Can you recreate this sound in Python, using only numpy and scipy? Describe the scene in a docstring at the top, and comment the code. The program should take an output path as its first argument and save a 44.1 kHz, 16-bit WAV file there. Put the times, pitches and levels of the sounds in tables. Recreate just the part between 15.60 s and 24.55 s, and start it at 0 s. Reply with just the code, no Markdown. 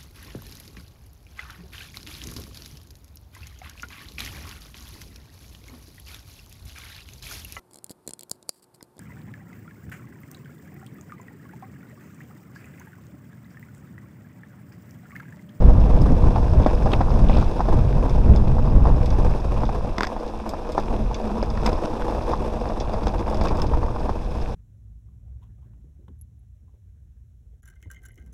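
"""A mountain bike rolls down a stony forest trail, heard from a camera on the rider's chest.
From the start wind buffets the microphone while the tyres drum and crunch grit. Cables tick on
metal, stones knock through the frame, the chain slaps and rattles, and a tyre skids briefly.
Halfway, the wind drops as the bike slows into a banked turn, and the chain whips in a quick flurry.
A lighter wind returns, and knocks, ticks and rattles crowd together near the end."""
import sys
import numpy as np
from scipy import signal
from scipy.fft import rfft, irfft, next_fast_len
from scipy.io import wavfile
from scipy.ndimage import uniform_filter1d, map_coordinates

SR = 44100
rng = np.random.default_rng(int(sys.argv[2]) if len(sys.argv) > 2 else 0)


def put_to_file(sound):
    """Save the sound as 16-bit audio at rate SR, in the file named by the first command-line argument."""
    columns = np.atleast_2d(sound).T  # one column per channel
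    safe = np.clip(columns, -1, 1)
    whole_steps = np.round(safe * 32767)
    wavfile.write(sys.argv[1], SR, whole_steps.astype(np.int16))


N = 394674
PING_HZ = 5160  # the ring of a small steel part

# The ground under the wheels. Each row: time in seconds, relative drumming and grit levels in dB.
GROUND = [(0.0, -30, -51), (0.7, -28, -48), (1.83, -28, -47), (3.18, -32, -52), (3.57, -30.5, -48.5),
          (4.8, -32.5, -51.5), (5.33, -29.5, -49.5), (5.6, -29.5, -49), (6.7, -30, -48.5),
          (7.62, -28.5, -50), (7.92, -27, -49.5), (8.16, -30.5, -51), (8.94, -34, -49)]
# The larger stones and roots. Each row: start in seconds, peak of the blow in dB, pitch in Hz.
STONE_HITS = [(0.76, -10, 775), (1.062, -3, 590), (1.259, -11, 744), (1.269, -14, 700), (1.347, -19, 740),
              (1.4071, -10, 760), (1.411, -9, 656), (1.696, -11, 620), (1.767, -14.5, 700),
              (1.826, -16.5, 900), (1.994, -14.5, 700), (2.005, -8.5, 890), (2.086, -12, 675),
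              (2.983, -17.5, 940), (3.074, -19.5, 950), (3.254, -13, 960), (3.27, -11, 680),
              (4.034, -13.5, 895), (4.091, -15, 814), (4.564, -18, 750), (4.936, -16, 810),
              (5.179, -4.5, 790), (5.189, -11.5, 480), (5.342, -20, 720), (5.512, -19, 880),
              (5.828, -12, 584), (6.059, -13, 865), (6.075, -11.5, 755), (6.715, -17, 780),
              (6.729, -16, 930), (6.7347, -10.5, 940), (7.056, -20, 700), (7.098, -15.5, 616),
              (7.341, -16, 586), (7.47, -18, 610), (7.734, -19, 945), (7.813, -11.5, 646),
              (7.945, -23, 700), (8.1358, -12, 855), (8.231, -14.5, 870), (8.283, -19, 900),
              (8.3616, -18.5, 900), (8.486, -20, 600), (8.493, -11, 790)]
# The tone of crunching grit. Each row: frequency in Hz, gain in dB.
GRIT_TONE = [(700, -12), (1500, 8), (2000, -4), (2570, 6.5), (3020, -3.5), (3520, 2.5), (4350, -4.5),
             (5200, 0.5), (6300, -5.5), (7400, -12), (8200, -9), (9000, -14), (9700, -12), (12500, -19),
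             (15000, -30)]
# The tone of a dull blow. Each row: frequency in Hz, gain in dB.
THUD_TONE = [(60, -27), (200, 2.5), (500, -6.5), (1020, -2), (1400, -8.5), (2000, -36.5), (5000, -34.5),
             (12000, -82)]


def amp(db):
    """Decibels to gain."""
    return 10 ** (np.asarray(db) / 20)


def unit(x):
    """Scale to rms 1."""
    return x / np.sqrt(np.mean(x ** 2) + 1e-20)


def unit_peak(x):
    """Scale to peak 1."""
    return x / (np.abs(x).max() + 1e-20)


def colour(points, hz):
    """An EQ curve: the gain of (Hz, dB) points joined on a log axis."""
    point_hz, db = np.transpose(points)
    return amp(np.interp(np.log(hz + 1), np.log(point_hz + 1), db))


def curves(rows):
    """Automation lanes: one value per sample for each column after the time."""
    times, *columns = np.transpose(rows)
    return [np.interp(np.arange(N) / SR, times, column) for column in columns]


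def wobble(rate):
    """A smooth random curve, rate knots a second."""
    knots = rng.standard_normal(int(N * rate / SR) + 4)
    return map_coordinates(knots, [np.arange(N) * rate / SR])


def filtered(x, response):
    """Pass x through a response given as a function of frequency."""
    size = 2 * next_fast_len(len(x))
    return irfft(rfft(x, size) * response(np.fft.rfftfreq(size, 1 / SR)), size)[:len(x)]


def causal(gain):
    """The minimum-phase response with this gain: nothing sounds before the blow."""
    cepstrum = irfft(np.log(gain + 1e-6))
    half = len(cepstrum) // 2
    return np.exp(rfft(np.r_[cepstrum[0], 2 * cepstrum[1:half], np.zeros(half)]))


def resonance(hz, centre, width):
    """The response of one damped mode."""
    return 1j * hz * width / (centre ** 2 - hz ** 2 + 1j * hz * width)


def add(track, start, sound):
    """Mix a sound into a track, start seconds in."""
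    part = track[max(0, round(start * SR)):][:len(sound)]
    part += sound[:len(part)]


def burst(sound, start, length):
    """A stretch of a sound, timed in seconds, that swells and fades; rms 1."""
    part = sound[round(start * SR):][:round(length * SR)]
    return unit(part * signal.windows.tukey(len(part)))


def wind(flutter_growth=1.47):
    """Eddies on the microphone: a deep rumble, and a flutter that grows faster in strong flow."""
    # The flow of air. Each row: time in seconds, relative level in dB.
    airflow = [(0.0, -14), (0.3, -14), (0.52, -14.5), (0.87, -17.5), (0.99, -13), (1.1, -19.5), (1.42, -18),
               (1.62, -16), (1.79, -14.5), (1.95, -24.5), (2.15, -17), (2.55, -17.5), (2.73, -12.5),
               (2.84, -17), (3.26, -15), (3.55, -18.5), (3.65, -16), (3.8, -24.5), (3.96, -20.5),
               (4.11, -21.5), (4.2, -25), (4.5, -32.5), (5.05, -33), (5.44, -20.5), (5.62, -30.5),
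               (6.08, -23), (6.25, -29), (6.7, -27), (7.55, -26), (7.7, -25), (8.1, -20.5), (8.3, -25),
               (8.94, -25.5)]
    # The tones of the large and the small eddies. Each row: frequency in Hz, gain in dB.
    rumble_tone = [(8, -5.5), (20, 2.5), (50, -1), (80, -9), (130, -18.5), (220, -30.5), (700, -64),
                   (6000, -100)]
    flutter_tone = [(20, -4), (45, -1.5), (120, -3.5), (200, -11), (350, -21), (700, -28), (6000, -78.5)]
    flow_db, = curves(airflow)
    flutter_db = -18 + flutter_growth * (flow_db + 15.5)
    track = np.zeros(N)
    for tone, level_db in ((rumble_tone, flow_db + 1), (flutter_tone, flutter_db)):
        eddies = unit(filtered(rng.standard_normal(N), lambda hz: colour(tone, hz)))
        # the flow sets the strength over a tenth of a second; quicker lumps come by chance
        strength = np.sqrt(np.abs(uniform_filter1d(eddies ** 2, size=SR // 10)) + 1e-6)
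        track += amp(level_db) * eddies / strength
    return track * unit(amp(1.73 * wobble(28)))


def impacts(rate, spread_db):
    """Randomly timed impulses of uneven size, about rate a second; rms 1."""
    hit = rng.random(N) < rate / SR
    size = amp(spread_db * np.clip(rng.standard_normal(N), -2, 2))
    return unit(hit * size * rng.choice([-1, 1], N))


def jolts(rate, t60, spread_db):
    """The force of stones passing under the tyres: sudden rises that die away; rms 1."""
    fade = amp(-60 * np.arange(SR // 4) / SR / t60)
    return unit(signal.fftconvolve(np.abs(impacts(rate, spread_db)), fade)[:N])


def grains(rate, cycles, spread_db, low_hz, high_hz):
    """Tiny stones snapping together, each at its own pitch for a cycle or so; rms 1."""
    when, pitch, size = rng.random((int(rate * N / SR), 3)).T[:, :, None]
    age = np.arange(SR // 100)
    turns = low_hz * (high_hz / low_hz) ** pitch * age / SR
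    strength = amp(-spread_db * np.log(size + 0.016))  # many small snaps, few large ones
    snaps = strength * np.sin(2 * np.pi * turns) * turns * np.exp(-turns / cycles)
    positions = (when * N).astype(int) + age
    return unit(np.bincount(positions.ravel(), snaps.ravel(), N)[:N])


def frame(hz):
    """The ring of frame and wheels."""
    # Each row: pitch of a mode in Hz, width in Hz, gain in dB.
    modes = [(168.8, 2.3, 11.5), (216.6, 16.3, 7), (322, 25, -2), (489, 31.5, 2.5), (619, 19, -1),
             (880, 510, -7.5)]
    return sum(amp(db) * resonance(hz, centre, width) for centre, width, db in modes)


def tyres(steady_load=0.88):
    """Knobs and small stones drum through the frame while grit crunches; each jolt lifts both."""
    drum_db, grit_db = curves(GROUND)
    load = unit(steady_load + jolts(rate=62, t60=0.041, spread_db=3.0))
    tread = unit(load * rng.standard_normal(N) + 0.25 * impacts(rate=110, spread_db=-0.5))
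    # The tone of the drumming. Each row: frequency in Hz, gain in dB.
    drum_tone = [(60, -28), (150, -11), (250, 1.5), (400, 3), (700, 0), (1020, -4.5), (1200, -11),
                 (1400, -19), (1650, -18.5), (1950, -25.5), (3000, -32.5), (8000, -61)]
    drum = unit(filtered(tread, lambda hz: causal(colour(drum_tone, hz)) * (1 + frame(hz))))
    fine_grit = (load + 0.9) * rng.standard_normal(N)
    cracks = grains(rate=300, cycles=0.5, spread_db=4.5, low_hz=1690, high_hz=7000)
    crunch = unit(filtered(fine_grit + 0.6 * cracks, lambda hz: colour(GRIT_TONE, hz)))
    return amp(drum_db - 0.55) * drum + amp(grit_db - 0.36) * crunch


def tyre_hum(pitch_hz=218, offset_db=-11, waver_db=3.5):
    """The air inside the rolling tyres booms at one narrow pitch, louder on rough ground."""
    drum_db, _ = curves(GROUND)
    boom = unit(filtered(rng.standard_normal(N), lambda hz: resonance(hz, pitch_hz, width=22) ** 2))
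    return amp(drum_db + offset_db + waver_db * wobble(8)) * boom


def thud(hz):
    """The bike's dull response to a blow."""
    return causal(colour(THUD_TONE, hz))


def pebbles(offset_db=-14.5, pitch_hz=920, width_hz=480, patchy_db=4.5):
    """Small stones lie in patches and give light, hollow taps under the tread."""
    drum_db, _ = curves(GROUND)
    stones = impacts(rate=90, spread_db=1.5) * amp(patchy_db * np.clip(wobble(11), -2, 1.5))
    taps = filtered(stones, lambda hz: resonance(hz, pitch_hz, width_hz) * thud(hz))
    return amp(drum_db + offset_db) * unit(taps)


def steel(hz):
    """The steely ring of the metal parts."""
    # Each row: frequency in Hz, gain in dB.
    steel_tone = [(1500, -43), (2700, -35.5), (3450, 4), (4200, -5.5), (4800, 2.5), (5170, 1), (5700, -3),
                  (6400, -8), (7500, -19.5), (12000, -56)]
    return causal(colour(steel_tone, hz))


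def grit_spray(offset_db=-14, ring=1.9, width_hz=300):
    """Grit flung up by the tyres patters on the metal parts and sets them ringing faintly."""
    _, grit_db = curves(GROUND)
    taps = jolts(rate=41, t60=0.022, spread_db=4.0) * rng.standard_normal(N)
    patter = filtered(taps, lambda hz: steel(hz) * (1 + ring * resonance(hz, PING_HZ, width_hz)))
    return amp(grit_db + offset_db) * unit(patter)


def bright(hz):
    """The highest resonances of the metal parts."""
    # Each row: frequency in Hz, gain in dB.
    bright_tone = [(4000, -18), (6500, 2), (8220, 6.5), (8900, -1), (9650, 0), (11000, -9), (12500, -2),
                   (15000, -9)]
    return causal(colour(bright_tone, hz))


def hollow(pitch_hz, relative_width=0.44, reach=1.9):
    """The response of a struck frame tube: one broad resonance, with little left far above it."""
    def response(hz):
        ratio = hz / (reach * pitch_hz)
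        lowpass = 1 / (1 - ratio ** 2 + 1j * np.sqrt(2) * ratio)
        return resonance(hz, pitch_hz, relative_width * pitch_hz) ** 2 * lowpass
    return response


def clack(response, contact_s, chatter=0.32, bite=0, chatter_t60=0.082):
    """A rough contact swells and dies, then chatters; bite is a hard click at its height. Peak 1."""
    t = np.arange(SR // 25) / SR
    pressure = np.sqrt(t / contact_s) * np.exp(-t / contact_s) + chatter * amp(-60 * t / chatter_t60)
    force = pressure * rng.standard_normal(len(t))
    force[pressure.argmax()] = bite
    return unit_peak(filtered(force, response))


def ping(rise_s=0.00073, t60=0.012, detune=0.0086):
    """One short, clean ring of a small steel part, never at quite the same pitch; peak 1."""
    t = np.arange(SR // 25) / SR
    pitch_hz = PING_HZ * (1 + detune * rng.standard_normal())
    envelope = (1 - np.exp(-(t / rise_s) ** 2)) * amp(-60 * t / t60)
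    return unit_peak(envelope * np.sin(2 * np.pi * pitch_hz * t))


def ticks(body_db=-8, body_hz=2300):
    """Cables and flung pebbles tick on metal over a faint hollow body; some are bright, some ping."""
    # Each row: start in seconds, steely peak in dB, then bright part and ping in dB against that peak.
    contacts = [(0.418, -39.5, -1, 4), (1.769, -35, -11, -8), (2.495, -34, -14, -2), (2.761, -33, -13, -3),
                (3.459, -31, -9.5, -8), (3.504, -32, -16, -21), (4.053, -35, -20, -10),
                (4.678, -36, -20, -14), (4.892, -32.5, 0, 0), (5.12, -36.5, -0.5, -5),
                (5.199, -34, -9, -15), (5.544, -24.5, -28, -15), (5.827, -31, -25, 0),
                (5.902, -35.5, -20, -3), (6.063, -20.5, -11, -6), (6.13, -32.5, -24, -5),
                (6.717, -34.5, -22, -10), (7.201, -29.5, -25, -6), (7.336, -35.5, -22, -15),
                (7.435, -35, -16, -15), (7.481, -32.5, -18, -4), (7.592, -36, -18, -11),
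                (7.699, -38, -3, -2), (7.745, -33.5, -15, -4), (7.771, -36, -9, -3), (7.811, -29, -24, -12),
                (7.837, -35, -4.5, -12), (7.884, -26.5, -23, -16), (7.893, -35, -25, -10),
                (7.971, -35.5, -9, -10), (8.0182, -27.5, -8, 4), (8.067, -37, -19, -8)]
    body = hollow(body_hz, relative_width=0.29)
    track = np.zeros(N)
    for start, db, bright_db, ping_db in contacts:
        for response, part_db in ((steel, 0), (bright, bright_db), (body, body_db)):
            add(track, start, amp(db + part_db) * clack(response, contact_s=0.00041, chatter=0.2))
        add(track, start, amp(db + ping_db) * ping())
    return track


def knocks(chatter=0.078, chatter_t60=0.051, rise_s=0.0023, direct=0.4, ring=0.19, usual_width_hz=300):
    """A stone gives the tyre one dull blow and loose parts shudder after; low blows ring longer."""
    track = np.zeros(N)
    t = np.arange(SR // 6) / SR
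    shudder = chatter * amp(-60 * t / chatter_t60) * (1 - np.exp(-t / rise_s))
    usual_hz = np.median([pitch_hz for _, _, pitch_hz in STONE_HITS])
    for start, db, pitch_hz in STONE_HITS:
        width_hz = usual_width_hz * pitch_hz / usual_hz
        soft = lambda hz: causal(colour(THUD_TONE, hz) / np.hypot(1, (hz / (1.3 * pitch_hz)) ** 2))
        body = lambda hz: soft(hz) * (direct + resonance(hz, pitch_hz, width_hz) + ring * frame(hz))
        blow = filtered(signal.unit_impulse(len(t)), body)
        shake = filtered(shudder * rng.standard_normal(len(t)), body)
        add(track, start, amp(db) * (blow + shake) / np.abs(blow).max())
    return track


def loose_parts(pitch_hz=1600, usual_knock_db=-12, follow=0.98):
    """Every knock jars the loose parts into a hollow, steely clack, louder the harder it is."""
    track = np.zeros(N)
    for start, db, _ in STONE_HITS:
        lift_db = follow * (db - usual_knock_db)
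        for response, part_db in ((hollow(pitch_hz), -35.5), (steel, -42)):
            add(track, start, amp(part_db + lift_db) * clack(response, contact_s=0.0038))
    return track


def chain_slaps():
    """The chain whips against the frame: each slap a hard click, hollow and steely, over a dull thud."""
    # Each row: start in seconds, hollow peak in dB, hollow pitch in Hz,
    # steely part in dB against that peak, contact time in seconds.
    slaps = [(1.317, -26, 3400, -15, 0.0035), (1.3324, -21, 3550, -17, 0.002),
             (1.335, -16, 2350, -20, 0.00196), (4.382, -16.5, 1800, -5.5, 0.0014),
             (4.407, -14.5, 1640, -6, 0.0011), (4.423, -25, 1800, -6, 0.0011),
             (4.432, -14.5, 1600, -5, 0.0015), (4.442, -21.5, 1700, -6.5, 0.002),
             (4.449, -28, 1900, 0, 0.0011), (4.469, -25.5, 1770, -2, 0.0018),
             (5.973, -23.5, 1550, -18, 0.002), (6.059, -21, 1500, -3, 0.0055),
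             (6.42, -24, 1490, -13, 0.0013)]
    track = np.zeros(N)
    for start, db, pitch_hz, steel_db, contact_s in slaps:
        tube = hollow(pitch_hz, relative_width=0.46)
        for response, part_db in ((tube, 0), (steel, steel_db), (bright, steel_db - 11.5), (thud, 2.5)):
            add(track, start, amp(db + part_db) * clack(response, contact_s, chatter=0.09, bite=4.5))
    return track


def chain_rattles(shake_db=14, cutoff_hz=7000):
    """Chain links chatter in quick irregular taps that swell and fade, and the frame shakes with them."""
    # Each row: start in seconds, length in seconds, level of the chatter in dB.
    rough_stretches = [(1.647, 0.22, -49.5), (2.486, 0.082, -55), (6.027, 0.08, -44.5),
                       (6.226, 0.04, -45.5), (7.424, 0.083, -45), (7.796, 0.11, -45.5), (7.99, 0.057, -48)]
    track = np.zeros(N)
    taps = jolts(rate=115, t60=0.023, spread_db=4.5) * rng.standard_normal(N)
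    links = lambda hz: causal(colour(GRIT_TONE, hz) / np.hypot(1, (hz / cutoff_hz) ** 2))
    chatter = filtered(taps, links)
    shake = filtered(taps, lambda hz: frame(hz) * thud(hz))
    for start, length, db in rough_stretches:
        add(track, start, amp(db) * burst(chatter, start, length))
        add(track, start, amp(db + shake_db) * burst(shake, start, length))
    return track


def skid(start_s=1.665, length_s=0.15, level_db=-45):
    """The tyre slides briefly sideways and grinds coarse grit, swelling and fading."""
    coarse_grit = grains(rate=700, cycles=1, spread_db=6.0, low_hz=2240, high_hz=4150)
    grinding = filtered(coarse_grit, lambda hz: colour(GRIT_TONE, hz))
    track = np.zeros(N)
    add(track, start_s, amp(level_db) * burst(grinding, start_s, length_s))
    return track


def scene():
    """The rolling bed, the bumps and the wind meet at one microphone."""
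    rolling = tyres() + tyre_hum() + pebbles() + grit_spray() + skid()
    bumps = knocks() + loose_parts() + chain_slaps() + ticks() + chain_rattles()
    return (wind() + rolling + bumps)[None]


def record(dry):
    """The camera rounds off the highest peaks and cuts the top treble; the ends fade over a few ms."""
    ceiling, top_hz = 0.95, 15000
    rounded = dry / (1 + np.abs(dry / ceiling) ** 6) ** (1 / 6)
    faded = rounded * signal.windows.tukey(N, 0.001)
    return np.array([filtered(channel, lambda hz: hz < top_hz) for channel in faded])


dry = scene()
out = record(dry)
put_to_file(out)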